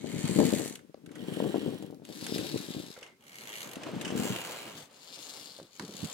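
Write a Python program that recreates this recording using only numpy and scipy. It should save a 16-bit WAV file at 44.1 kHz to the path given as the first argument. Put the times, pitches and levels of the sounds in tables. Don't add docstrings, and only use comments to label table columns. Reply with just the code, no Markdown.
import sys
import numpy as np
from scipy import signal
from scipy.fft import rfft, irfft, next_fast_len
from scipy.io import wavfile
from scipy.ndimage import uniform_filter1d

SR = 44100
rng = np.random.default_rng(int(sys.argv[2]) if len(sys.argv) > 2 else 0)


def wrap_up_sound(samples):
    columns = np.atleast_2d(samples).T
    tamed = np.clip(columns, -1, 1)
    steps = np.round(tamed * 32767).astype(np.int16)
    wavfile.write(sys.argv[1], SR, steps)


N = 270333
TIME = np.arange(N) / SR
PASS_CURVE, GUST_CURVE = 0.91, 1.7

# frequency in Hz, relative density in dB.
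AIR_SPECTRUM = [(40, 3), (120, -4), (400, -18), (1000, -7.5), (3000, -10.5), (8000, -16.5), (15500, -20.5)]
WIND_SPECTRUM = [(24, -99), (45, -34), (114, -8.5), (165, 1.5), (290, 5), (450, -3.5), (590, -10.5),
                 (760, -22.5), (930, -24.5), (1300, -40), (1690, -55), (2860, -120)]
TYRE_SPECTRUM = [(50, -25), (150, -8), (300, -5), (480, 2), (760, -2), (1160, -4.5), (2000, -10),
                 (3000, -9.5), (5400, -19), (7500, -21.5), (15500, -38.5)]
GRIT_SPECTRUM = [(1000, -36), (2500, -2), (5000, -3), (8000, 0), (12000, -7.5), (15500, -3)]
WOODY_SPECTRUM = [(290, -16), (500, -3.5), (900, 2.5), (1340, -0.5), (1990, -5.5), (2310, -15), (3130, -16),
                  (4730, -7), (6340, -15), (8840, -29), (15500, -40)]
FRAME_SNAP_SPECTRUM = [(880, -22), (1500, -23), (2720, 8), (3540, 3.5), (5610, -3.5), (6430, 2.5),
                       (8460, 0), (10100, -1), (15500, -18)]
FRAME_KNOCK_SPECTRUM = [(290, -37), (500, -1), (1120, -12.5), (1320, -1), (1740, 0), (2010, -1), (2280, -3),
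                        (2600, -42), (3380, -45), (5720, -120)]
SPROCKET_SPECTRUM = [(880, -37), (1500, -3.5), (2020, -3), (2360, -6.5), (2930, 4.5), (3970, -20),
                     (4980, -10), (6470, -10), (7500, -13), (8700, -13.5), (9820, -18), (10200, -27),
                     (12000, -25), (15600, -43), (22000, -120)]
CHAIN_SPECTRUM = [(2000, -23), (4000, 3.5), (8000, -5.5), (11800, 1.5), (14500, -21), (15500, 4)]

# start, peak and end in seconds, level in dB.
GUSTS = [(-0.35, 0.41, 0.94, -35), (0.9, 1.45, 2.25, -39), (1.88, 2.4, 2.93, -41), (3.13, 3.45, 3.46, -65),
         (3.4, 4.22, 4.57, -41.5), (4.5, 4.76, 4.93, -54), (4.6, 5.35, 5.9, -67.5), (5.78, 5.81, 6.16, -46)]
# time in seconds, left over right in dB, deep bass gain in dB.
WIND_BALANCE = [(0, 20, 9.5), (.8, 12, 3), (1.401, 10, 1), (2, 10, 7), (2.801, 7, 5), (3.3, 1, 13.5),
                (4.2, 8, 8), (4.5, 0, 11), (5.6, 0.5, 9), (5.9, 0.5, 8.5), (6.03, -24, 10.5),
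                (6.13, 10.5, 10)]
# frequency in Hz, gain in dB.
HOUSING_MODES = [(450, -5.5), (587, -6), (727, -15), (775, -4.5)]
# time in seconds, level in dB, nominal pitch in Hz, swirl length in seconds.
THUMPS = [(0.044, -22, 343, 0.019), (0.099, -33, 260, 0.0048), (0.143, -22.0, 274, 0.0054),
          (0.164, -26, 220, 0.0029), (0.191, -24.5, 250, 0.024), (0.244, -20.5, 212, 0.038),
          (0.296, -17.5, 277, 0.028), (0.312, -19.0, 230, 0.024), (0.362, -14.5, 283, 0.059),
          (0.389, -5, 346, 0.026), (0.405, -8.5, 422, 0.026), (0.418, -13, 312, 0.038),
          (0.431, -16.5, 380, 0.018), (0.453, -12, 290, 0.055), (0.528, -12.5, 340, 0.0044),
          (0.538, -12, 320, 0.011), (0.563, -21, 280, 0.053), (0.578, -32, 370, 0.023),
          (0.599, -21, 372, 0.0092), (0.613, -21, 347, 0.0032), (0.66, -23, 338, 0.0059),
          (0.689, -38, 240, 0.017), (0.71, -32.0, 280, 0.005), (0.849, -43, 270, 0.011),
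          (0.897, -39.5, 280, 0.009), (0.946, -33.5, 423, 0.004), (0.976, -42.5, 350, 0.007),
          (1.042, -42, 250, 0.03), (1.077, -36, 260, 0.03), (1.111, -36, 280, 0.02),
          (1.125, -42, 278, 0.007), (1.204, -31, 300, 0.015), (1.227, -27.5, 260, 0.025),
          (1.285, -23, 306, 0.033), (1.323, -24.5, 260, 0.028), (1.372, -21, 336, 0.023),
          (1.403, -14.5, 435, 0.0068), (1.425, -16.5, 304, 0.054), (1.443, -22.0, 420, 0.021),
          (1.462, -20, 332.6, 0.025), (1.474, -24, 330, 0.0037), (1.496, -23, 334, 0.032),
          (1.544, -15, 400, 0.011), (1.56, -14.5, 368, 0.012), (1.581, -21.5, 320, 0.0044),
          (1.631, -29, 300, 0.018), (1.663, -18.5, 300, 0.036), (1.68, -20, 310, 0.038),
          (1.692, -27, 290, 0.007), (1.725, -26, 313, 0.04), (1.737, -25.5, 302, 0.04),
          (1.826, -27, 363, 0.032), (1.847, -28.5, 292.4, 0.009), (1.903, -33, 356, 0.0071),
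          (1.927, -31.5, 368, 0.025), (1.999, -41, 367, 0.008), (2.021, -38, 370, 0.012),
          (2.091, -33.5, 390, 0.004), (2.101, -30.5, 332, 0.045), (2.227, -27.0, 286, 0.0033),
          (2.295, -29.5, 320, 0.017), (2.324, -19.5, 313, 0.006), (2.346, -27, 300, 0.015),
          (2.362, -19.5, 328, 0.008), (2.376, -27, 322, 0.04), (2.392, -23, 283, 0.008),
          (2.413, -25.5, 322, 0.029), (2.445, -26.5, 400, 0.022), (2.544, -19.5, 290, 0.033),
          (2.561, -19.5, 296, 0.0032), (2.604, -30.5, 271, 0.007), (2.688, -29, 286.7, 0.014),
          (2.707, -27, 276, 0.017), (2.749, -28, 350, 0.04), (2.768, -24.5, 258, 0.017),
          (2.787, -33.5, 294, 0.037), (2.801, -27.5, 287, 0.0056), (2.839, -34.5, 288, 0.01),
          (2.868, -41, 240, 0.014), (2.884, -38, 290, 0.0052), (2.905, -36, 306, 0.0065),
          (3.77, -28.5, 327, 0.008), (3.936, -28, 260, 0.031), (3.964, -27.0, 252, 0.025),
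          (4.026, -36, 290, 0.017), (4.105, -23, 470, 0.0051), (4.125, -21.5, 300, 0.007),
          (4.154, -20, 290, 0.03), (4.173, -26, 262, 0.035), (4.198, -19.0, 294, 0.012),
          (4.224, -26.0, 280, 0.007), (4.254, -21, 365, 0.02), (4.271, -27, 330, 0.04),
          (4.305, -22.5, 255, 0.053), (5.616, -40, 340, 0.04), (5.629, -48.5, 326, 0.033),
          (5.805, -37, 282, 0.015), (5.836, -37, 275, 0.024), (5.892, -38, 340, 0.015),
          (5.949, -38, 265, 0.038), (6.032, -27.5, 220, 0.032), (6.042, -28.5, 262, 0.004)]
# start, peak and end in seconds, level in dB.
TYRE_RUNS = [(-0.03, 0.43, 0.8, -46.5), (1.04, 1.42, 1.98, -53), (1.99, 2.38, 3.14, -54),
             (2.94, 3.02, 3.15, -57), (3.18, 4.44, 4.91, -45), (4.73, 5.3, 5.78, -58),
             (5.72, 6.12, 6.5, -52)]
# start, peak and end in seconds.
SQUEAK_S = (2.9, 3.05, 3.19)
# time in seconds, level in dB, pitch in Hz, t60 in seconds.
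HOLLOW_KNOCKS = [(0.402, -19, 800, .012), (0.944, -36.5, 586, 0.013), (0.972, -54, 600, .01),
                 (2.964, -49, 724, 0.05), (2.977, -41, 510, 0.048), (3.022, -41.5, 467, 0.029),
                 (3.034, -50, 466, 0.048), (3.055, -49, 447, .025), (3.817, -44, 627, 0.1),
                 (3.889, -37, 620, 0.076), (5.588, -39, 570, 0.027), (5.599, -35.5, 540, 0.027)]
# time in seconds, level in dB, t60 in seconds.
LANDING_HITS = [(5.7955, -30.5, 0.0088), (5.7982, -38, 0.013)]
# time in seconds, level in dB, low knock offset in dB, t60 in seconds.
CLACKS = [(0.486, -34, -20, 0.045), (0.5348, -25.5, -11, 0.027), (0.7563, -29, -5.5, 0.014),
          (0.791, -52, 8, 0.022), (1.061, -44, 0, 0.036), (1.091, -56, 14, 0.02), (1.1154, -45, -4, 0.031),
          (1.1544, -41, 4.5, 0.055), (1.824, -38.5, -6, 0.017), (2.051, -35.5, -10, 0.016),
          (2.2655, -25.5, -4, 0.029), (2.381, -28.5, -2, 0.047), (2.574, -31, -4, 0.025),
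          (2.964, -56, 15, 0.04), (2.974, -55, 11, 0.025), (3.713, -39, -16, 0.024),
          (3.7322, -44, -14, 0.02), (3.7566, -33.5, -2, 0.026), (4.012, -27, -4.5, 0.042),
          (5.7956, -30.5, -1, 0.017), (5.816, -44, 2, 0.02), (6.0524, -31, -14, 0.025)]
# time in seconds, level in dB, t60 in seconds.
CLINKS = [(3.028, -35, 0.069), (3.063, -45, 0.05), (3.8338, -29, 0.033), (4.0486, -25, 0.08),
          (4.078, -31, 0.11), (4.104, -35.5, 0.08)]
# first tick and interval in seconds, first level in dB, loss per tick in dB.
CHAIN_RUN = (1.58, .041, -40.5, 1)

# frequency in Hz, relative density in dB.
HUB_A = [(590, -29), (1000, -11), (1230, -18), (1530, -5.5), (1820, 1), (2390, 0.5), (2680, -4.5),
         (2970, 0), (4540, -0.5), (5340, -9), (5980, -4.5), (7110, 3.5), (11900, -10.5), (13100, -10),
         (15500, -19)]
HUB_B = [(880, -34), (1500, -3), (1860, -5.5), (2150, -10), (3090, -1.5), (4480, -7), (4850, -15),
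         (5720, -11), (6560, -18.5), (7380, -7.5), (8210, -12), (11100, -13.5), (15500, -17)]
HUB_C = [(590, -37), (1000, -12), (1160, -21), (1660, -9), (2210, -9), (2970, -5.5), (3610, -3.5),
         (4600, -3), (5460, -9), (6790, -8.5), (9360, -12), (11200, -11.5), (15500, -21)]
HUB_D = [(590, -37), (1000, -23), (1410, -9), (2280, 1.5), (2560, -14), (2870, -1.5), (3610, -7),
         (4190, -6), (4550, -6.5), (5400, -10.5), (6200, -6), (6700, -7), (8300, -6.5), (10200, -10),
         (11200, -7), (12600, -9), (15500, -15.5)]
HUB_E = [(880, -14.5), (1500, -5), (1840, -6), (2860, -1), (3540, -8), (4230, -4.5), (5400, -10.5),
         (7900, -5.5), (8710, -12), (11000, -6.5), (12400, -12), (14800, -12.5), (15500, -17)]
HUB_F = [(590, -32), (1000, -18), (1920, -15), (2360, -9), (2710, -11), (2870, -6), (3450, -3), (3900, -5),
         (4350, -1), (4950, -4), (5950, -8.5), (6900, -6.5), (8300, -10.5), (14600, -18), (15500, -21)]
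# frequency in Hz, relative level in dB.
RING_A = [(2410, 5), (2880, -12), (3300, 6), (6960, -6), (7660, -2), (9430, -18), (12800, -17)]
RING_B = [(1870, -1), (2950, -1), (3250, 0.5), (3700, -10), (7500, -18)]
RING_C = [(3060, 4.5), (3530, 10), (3680, 4), (4350, -7), (4550, -2), (6900, -25), (11300, -9)]
RING_D = [(2520, -2), (2860, 2), (3050, -4), (3250, -3), (4170, -2), (6050, -7), (6310, -2.5), (11200, -15)]
RING_E = [(2550, -6), (2800, 0), (3040, 5), (3730, -5), (6700, 1), (7710, -12), (8090, -13), (9510, -18),
          (11200, -8), (14600, -11)]
RING_F = [(2960, -1), (3590, 7), (3850, -6), (4460, -5), (6950, 11), (10200, -12)]
RING_G = [(3100, -5), (3520, 5), (3880, 3), (4200, -7), (4560, 3), (7050, 4), (7800, -8)]
# time in seconds, pawl ticks per second.
TICK_RATE = [(0.1, 103), (0.5, 78), (0.66, 102), (0.85, 39.6), (1.15, 48), (1.38, 200), (1.95, 86),
             (2.34, 191), (2.8, 128), (3.05, 28.4), (3.27, 69), (3.43, 111), (3.6, 92), (3.74, 43.6),
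             (4.15, 57), (4.25, 105), (4.45, 93), (4.62, 117), (4.73, 101), (4.8, 188), (5.3, 165),
             (5.55, 126), (5.85, 79), (6.02, 73)]
PEDALLING_S = (3.775, 4.155)
# start, closest point and end in seconds, level in dB, loss on every second tick in dB,
# treble gain once the hub has turned in dB, left over right in dB, right lag in ms, hub spectrum,
# ring level in dB, hub modes.
BIKE_PASSES = [(-0.04, 0.454, 0.79, -38, -1.5, 4, 1, 0.082, HUB_A, -24, RING_A),
               (1.129, 1.4, 1.93, -48, 0, -1, -2.5, -0.18, HUB_B, -2.5, RING_B),
               (2.029, 2.367, 3.1, -43, -1, -1, 4.5, 0.26, HUB_C, -15, RING_C),
               (3.19, 3.608, 3.84, -45, -2, 2, -0.5, 0.29, HUB_D, -6.5, RING_D),
               (3.98, 4.28, 4.88, -41, -0.5, -2, 0, 0.13, HUB_E, -10, RING_E),
               (4.738, 4.781, 4.89, -50, 1, 1.5, 9, 0.243, HUB_C, -9, RING_C),
               (4.88, 5.29, 5.71, -46.5, 0, 1, 7, 0.23, HUB_F, -10, RING_G),
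               (5.663, 6.056, 6.36, -46, -0.5, 2, 6.5, 0.26, HUB_F, -10.5, RING_F)]


def from_db(db):
    return 10 ** (np.asarray(db) / 20)


def unit_rms(x):
    return x / np.sqrt(np.mean(x ** 2) + 1e-20)


def drift(rate_hz):
    return unit_rms(np.interp(TIME * rate_hz, np.arange(4096), rng.standard_normal(4096)))


def swell(start_s, peak_s, end_s, curve=1):
    rise = (TIME - start_s) / (peak_s - start_s)
    fall = (end_s - TIME) / (end_s - peak_s)
    return np.clip(np.minimum(rise, fall), 0, 1) ** curve


def swells(rows, curve):
    return np.sqrt(sum((from_db(db) * swell(*times_s, curve)) ** 2 for *times_s, db in rows))


def impulses(times_s, sizes):
    out = np.zeros(N)
    out[np.clip(np.round(np.asarray(times_s) * SR).astype(int), 0, N - 1)] = sizes
    return out


def decay(blows, t60_s):
    return signal.lfilter([1], [1, -from_db(-60 / (t60_s * SR))], blows + 1e-18)


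def resonate(x, hz, width_hz):
    radius = np.exp(-np.pi * width_hz / SR)
    feedback = [1, -2 * radius * np.cos(2 * np.pi * hz / SR), radius ** 2]
    return signal.lfilter((1 - radius ** 2) / 2 * np.array([1, 0, -1]), feedback, x)


def waver(x, bands_hz, q, depth_db, rate_hz):
    for hz in bands_hz:
        x = x + (from_db(depth_db * drift(rate_hz)) - 1) * resonate(x, hz, hz / q)
    return x


def body(x, spectrum, size=4096):
    hz, db = np.transpose(spectrum)
    bins_hz = np.maximum(np.arange(size // 2 + 1) * SR / size, 1)
    cepstrum = irfft(np.log(from_db(np.interp(np.log(bins_hz), np.log(hz), db))))
    cepstrum[1:size // 2] *= 2
    cepstrum[size // 2 + 1:] = 0
    response = irfft(np.exp(rfft(cepstrum)))
    response /= np.linalg.norm(response)
    return signal.fftconvolve(np.atleast_2d(x), [response], axes=1)[:, :np.shape(x)[-1]]


def pan(side_db):
    gains = from_db(np.array([[.5], [-.5]]) * side_db)
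    return gains / np.sqrt(np.mean(gains ** 2, axis=0))


def two_ports(direct, scattered, direct_share, lag_ms=0):
    time_s = TIME[:len(direct)]
    late = np.interp(time_s - lag_ms / 1000, time_s, direct)
    return np.sqrt(direct_share) * np.array([direct, late]) + np.sqrt(1 - direct_share) * scattered


def random_impulses(rate_hz, spread_db):
    count = np.floor(np.cumsum(rate_hz * from_db(4 * drift(rate_hz))) / SR)
    signed = np.diff(count, prepend=0) * rng.choice([-1, 1], N)
    return unit_rms(signed * from_db(spread_db * rng.standard_normal(N)))


def impacts(times_s, levels_db, t60s_s, spectrum, crack_db=1, tail_db=-20, tail_t60_s=0.27):
    sizes = from_db(levels_db)
    blows = impulses(times_s, sizes)
    envelope = sum(decay(impulses([s], size), t60_s) for s, size, t60_s in zip(times_s, sizes, t60s_s))
    ring = rng.standard_normal((3, N)) * (envelope + from_db(tail_db) * decay(blows, tail_t60_s))
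    return body(two_ports(ring[0] + from_db(crack_db) * blows, ring[1:], direct_share=0.2), spectrum)


def air(level_db=-70):
    return from_db(level_db) * body(rng.standard_normal((2, N)), AIR_SPECTRUM)


def puff(pitch_hz, average_hz=298.7, edge_hz=76, size=2048):
    hz, db = np.transpose(WIND_SPECTRUM)
    stretch = np.log(pitch_hz / edge_hz) / np.log(average_hz / edge_hz)
    bins_hz = np.maximum(np.arange(size // 2 + 1) * SR / size, 1)
    pulse = irfft(from_db(np.interp(np.log(bins_hz / edge_hz), stretch * np.log(hz / edge_hz), db)))
    return np.roll(pulse / pulse[0], size // 2) * np.hanning(size)


def thumps(swirl_db=-31, swirl_delay_s=0.0022, reach_samples=4096):
    swirl = random_impulses(rate_hz=190, spread_db=2) * from_db(swirl_db)
    out = np.zeros(N)
    for (time_s, db, pitch_hz, swirl_s), sign in zip(THUMPS, rng.choice([-1, 1], len(THUMPS))):
        centre = int(time_s * SR)
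        span = slice(max(centre - reach_samples, 0), centre + reach_samples)
        age_s = TIME[span] - time_s - swirl_delay_s
        eddies = swirl[span] * (age_s > 0) * np.sqrt(np.clip(1 - age_s / swirl_s, 0, 1))
        eddies[centre - span.start] += sign
        out[span] += from_db(db) * signal.fftconvolve(eddies, puff(pitch_hz), "same")
    return out


def housing(x):
    return x + sum(from_db(db) * resonate(x, hz, width_hz=16) for hz, db in HOUSING_MODES)


def wind_at_ports(pressure, deep_hz=130, lead_rad=1.16):
    analytic = signal.hilbert(pressure, next_fast_len(N))[:N]
    deep = signal.sosfiltfilt(signal.butter(2, deep_hz, fs=SR, output="sos"), analytic)
    times_s, side_db, deep_db = np.transpose(WIND_BALANCE)
    side_db, deep_db = np.interp(TIME, times_s, side_db), np.interp(TIME, times_s, deep_db)
    phase_turn = np.exp(1j * np.array([[0], [-1]]) * lead_rad * np.clip(side_db / 5, 0, 1))
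    return np.real(phase_turn * (deep * from_db(deep_db) + pan(side_db) * (analytic - deep)))


def wind(calm_db=-73, flutter_db=2.5, breakup_db=-50, port_noise_db=-29.5):
    gust_db = 20 * np.log10(swells(GUSTS, GUST_CURVE) + from_db(calm_db)) + flutter_db * drift(45)
    eddy_share = 1 / (1 + from_db(2 * (breakup_db - gust_db)))
    eddies = np.sqrt(eddy_share) * random_impulses(rate_hz=130, spread_db=2.5)
    smooth = np.sqrt(1 - eddy_share) * rng.standard_normal(N)
    buffet = body((eddies + smooth) * from_db(gust_db), WIND_SPECTRUM)[0]
    buffet = waver(buffet, (200, 300, 440), q=4, depth_db=2.5, rate_hz=25)
    pressure = housing(buffet + thumps())
    port_noise = body(rng.standard_normal((2, N)) * from_db(gust_db + port_noise_db), WIND_SPECTRUM)
    return wind_at_ports(pressure) + port_noise


def tyres(gain_db=3, bumps_db=1.5):
    tread = rng.standard_normal((3, N))
    roar = body(two_ports(tread[0], tread[1:], direct_share=0.46), TYRE_SPECTRUM)
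    return roar * swells(TYRE_RUNS, PASS_CURVE) * from_db(gain_db + bumps_db * drift(40))


def grit(gain_db=-13, t60_s=0.01):
    grains = np.abs(random_impulses(rate_hz=70, spread_db=4))
    snaps = unit_rms(rng.standard_normal((3, N)) * decay(grains, t60_s))
    crackle = body(two_ports(snaps[0], snaps[1:], direct_share=0.29), GRIT_SPECTRUM)
    return crackle * swells(TYRE_RUNS, PASS_CURVE) * from_db(gain_db)


def squeak(pitch_hz=2110, level_db=-59):
    note = unit_rms(resonate(rng.standard_normal((2, N)), pitch_hz, width_hz=65))
    return from_db(level_db) * swell(*SQUEAK_S) * note


def hollow_knocks(attack_db=-12.5):
    notes = sum(decay(impulses([s], from_db(db)), t60_s) * np.sin(2 * np.pi * hz * (TIME - s))
                for s, db, hz, t60_s in HOLLOW_KNOCKS)
    times_s, levels_db, _, t60s_s = np.transpose(HOLLOW_KNOCKS)
    return notes + impacts(times_s, levels_db + attack_db, t60s_s / 2, WOODY_SPECTRUM)


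def landing():
    return impacts(*np.transpose(LANDING_HITS), WOODY_SPECTRUM)


def frame_clacks(snap_db=-8.5, knock_db=-9.5):
    times_s, levels_db, offsets_db, t60s_s = np.transpose(CLACKS)
    snaps = impacts(times_s, levels_db + snap_db, t60s_s, FRAME_SNAP_SPECTRUM)
    knocks = impacts(times_s, levels_db + offsets_db + knock_db, t60s_s, FRAME_KNOCK_SPECTRUM)
    return snaps + knocks


def sprocket_clinks(gain_db=-8.5):
    times_s, levels_db, t60s_s = np.transpose(CLINKS)
    return impacts(times_s, levels_db + gain_db, t60s_s, SPROCKET_SPECTRUM)


def chain_ticks(count=10, t60_s=0.0077, jitter_s=0.0018):
    first_s, interval_s, first_db, loss_db = CHAIN_RUN
    tick = np.arange(count)
    times_s = first_s + interval_s * tick + jitter_s * rng.standard_normal(count)
    return impacts(times_s, first_db - loss_db * tick, [t60_s] * count, CHAIN_SPECTRUM)


def pawls(span, limp_db, jitter=0.1, spread_db=3):
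    rate_hz = np.interp(TIME[span], *np.transpose(TICK_RATE)) * (1 + jitter * drift(60)[span])
    tooth = np.floor(np.cumsum(rate_hz) / SR)
    strike_db = spread_db * rng.standard_normal(len(tooth)) - limp_db * (tooth % 2)
    ticks = np.diff(tooth, prepend=-1) * from_db(strike_db)
    return ticks / np.sqrt(uniform_filter1d(ticks ** 2, size=4096) + 1e-5)


def hub(ticks, spectrum, ring_db, modes, lag_ms, t60_s=0.04, rub_db=-1.5, dense_db=-0.5, ring_q=50):
    shape = (3, len(ticks))
    bursts = unit_rms(np.sqrt(decay(ticks ** 2, t60_s / 2)))
    scrape = unit_rms(rng.standard_normal(shape) * np.sqrt(bursts ** 2 + from_db(rub_db) ** 2))
    wheel_response = rng.standard_normal((3, 2048)) * from_db(-60 * TIME[:2048] / t60_s)
    dense = unit_rms(signal.oaconvolve([ticks], wheel_response, axes=1)[:, :len(ticks)])
    ring = np.zeros(shape)
    for hz, db in modes:
        strikes = ticks * from_db(4 * rng.standard_normal(shape)) * rng.choice([-1, 1], shape)
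        ring += from_db(db) * resonate(strikes, hz, hz / ring_q)
    sound = body(unit_rms(scrape + from_db(dense_db) * dense), spectrum)
    sound += from_db(ring_db) * unit_rms(ring)
    return unit_rms(two_ports(sound[0], sound[1:], direct_share=0.45, lag_ms=lag_ms))


def freewheels(gain_db=1, turn_s=0.18, treble_hz=5500):
    highpass = signal.butter(2, treble_hz, "high", fs=SR, output="sos")
    out = np.zeros((2, N))
    for start_s, closest_s, end_s, db, limp_db, facing_db, side_db, lag_ms, *hub_voice in BIKE_PASSES:
        span = (TIME > start_s) & (TIME < end_s)
        wheel = hub(pawls(span, limp_db), *hub_voice, lag_ms)
        treble_db = facing_db * np.tanh((TIME[span] - closest_s) / turn_s)
        wheel += (from_db(treble_db) - 1) * signal.sosfiltfilt(highpass, wheel)
        envelope = from_db(db) * swell(start_s, closest_s, end_s, PASS_CURVE)[span]
        out[:, span] += envelope * pan(side_db) * wheel
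    out = waver(out, (2370, 3970, 6840, 12100), q=3, depth_db=1, rate_hz=70)
    out = waver(out, np.geomspace(1900, 9500, 14), q=14, depth_db=2.27, rate_hz=12)
    coasting = (TIME < PEDALLING_S[0]) | (TIME > PEDALLING_S[1])
    return out * uniform_filter1d(coasting.astype(float), size=1024) * from_db(gain_db)


def scene():
    park = air()
    rolling = freewheels() + tyres() + grit()
    hits = frame_clacks() + sprocket_clinks() + hollow_knocks() + landing()
    return park + rolling + hits + wind() + squeak() + chain_ticks()


def record(dry, ceiling=0.45, low_cut_hz=62, high_cut_hz=15900):
    rounded = ceiling * np.tanh(dry / ceiling)
    thinned = signal.sosfilt(signal.butter(2, low_cut_hz, "high", fs=SR, output="sos"), rounded)
    return signal.sosfilt(signal.ellip(10, .2, 70, high_cut_hz, fs=SR, output="sos"), thinned)


dry = scene()
out = record(dry)
wrap_up_sound(out)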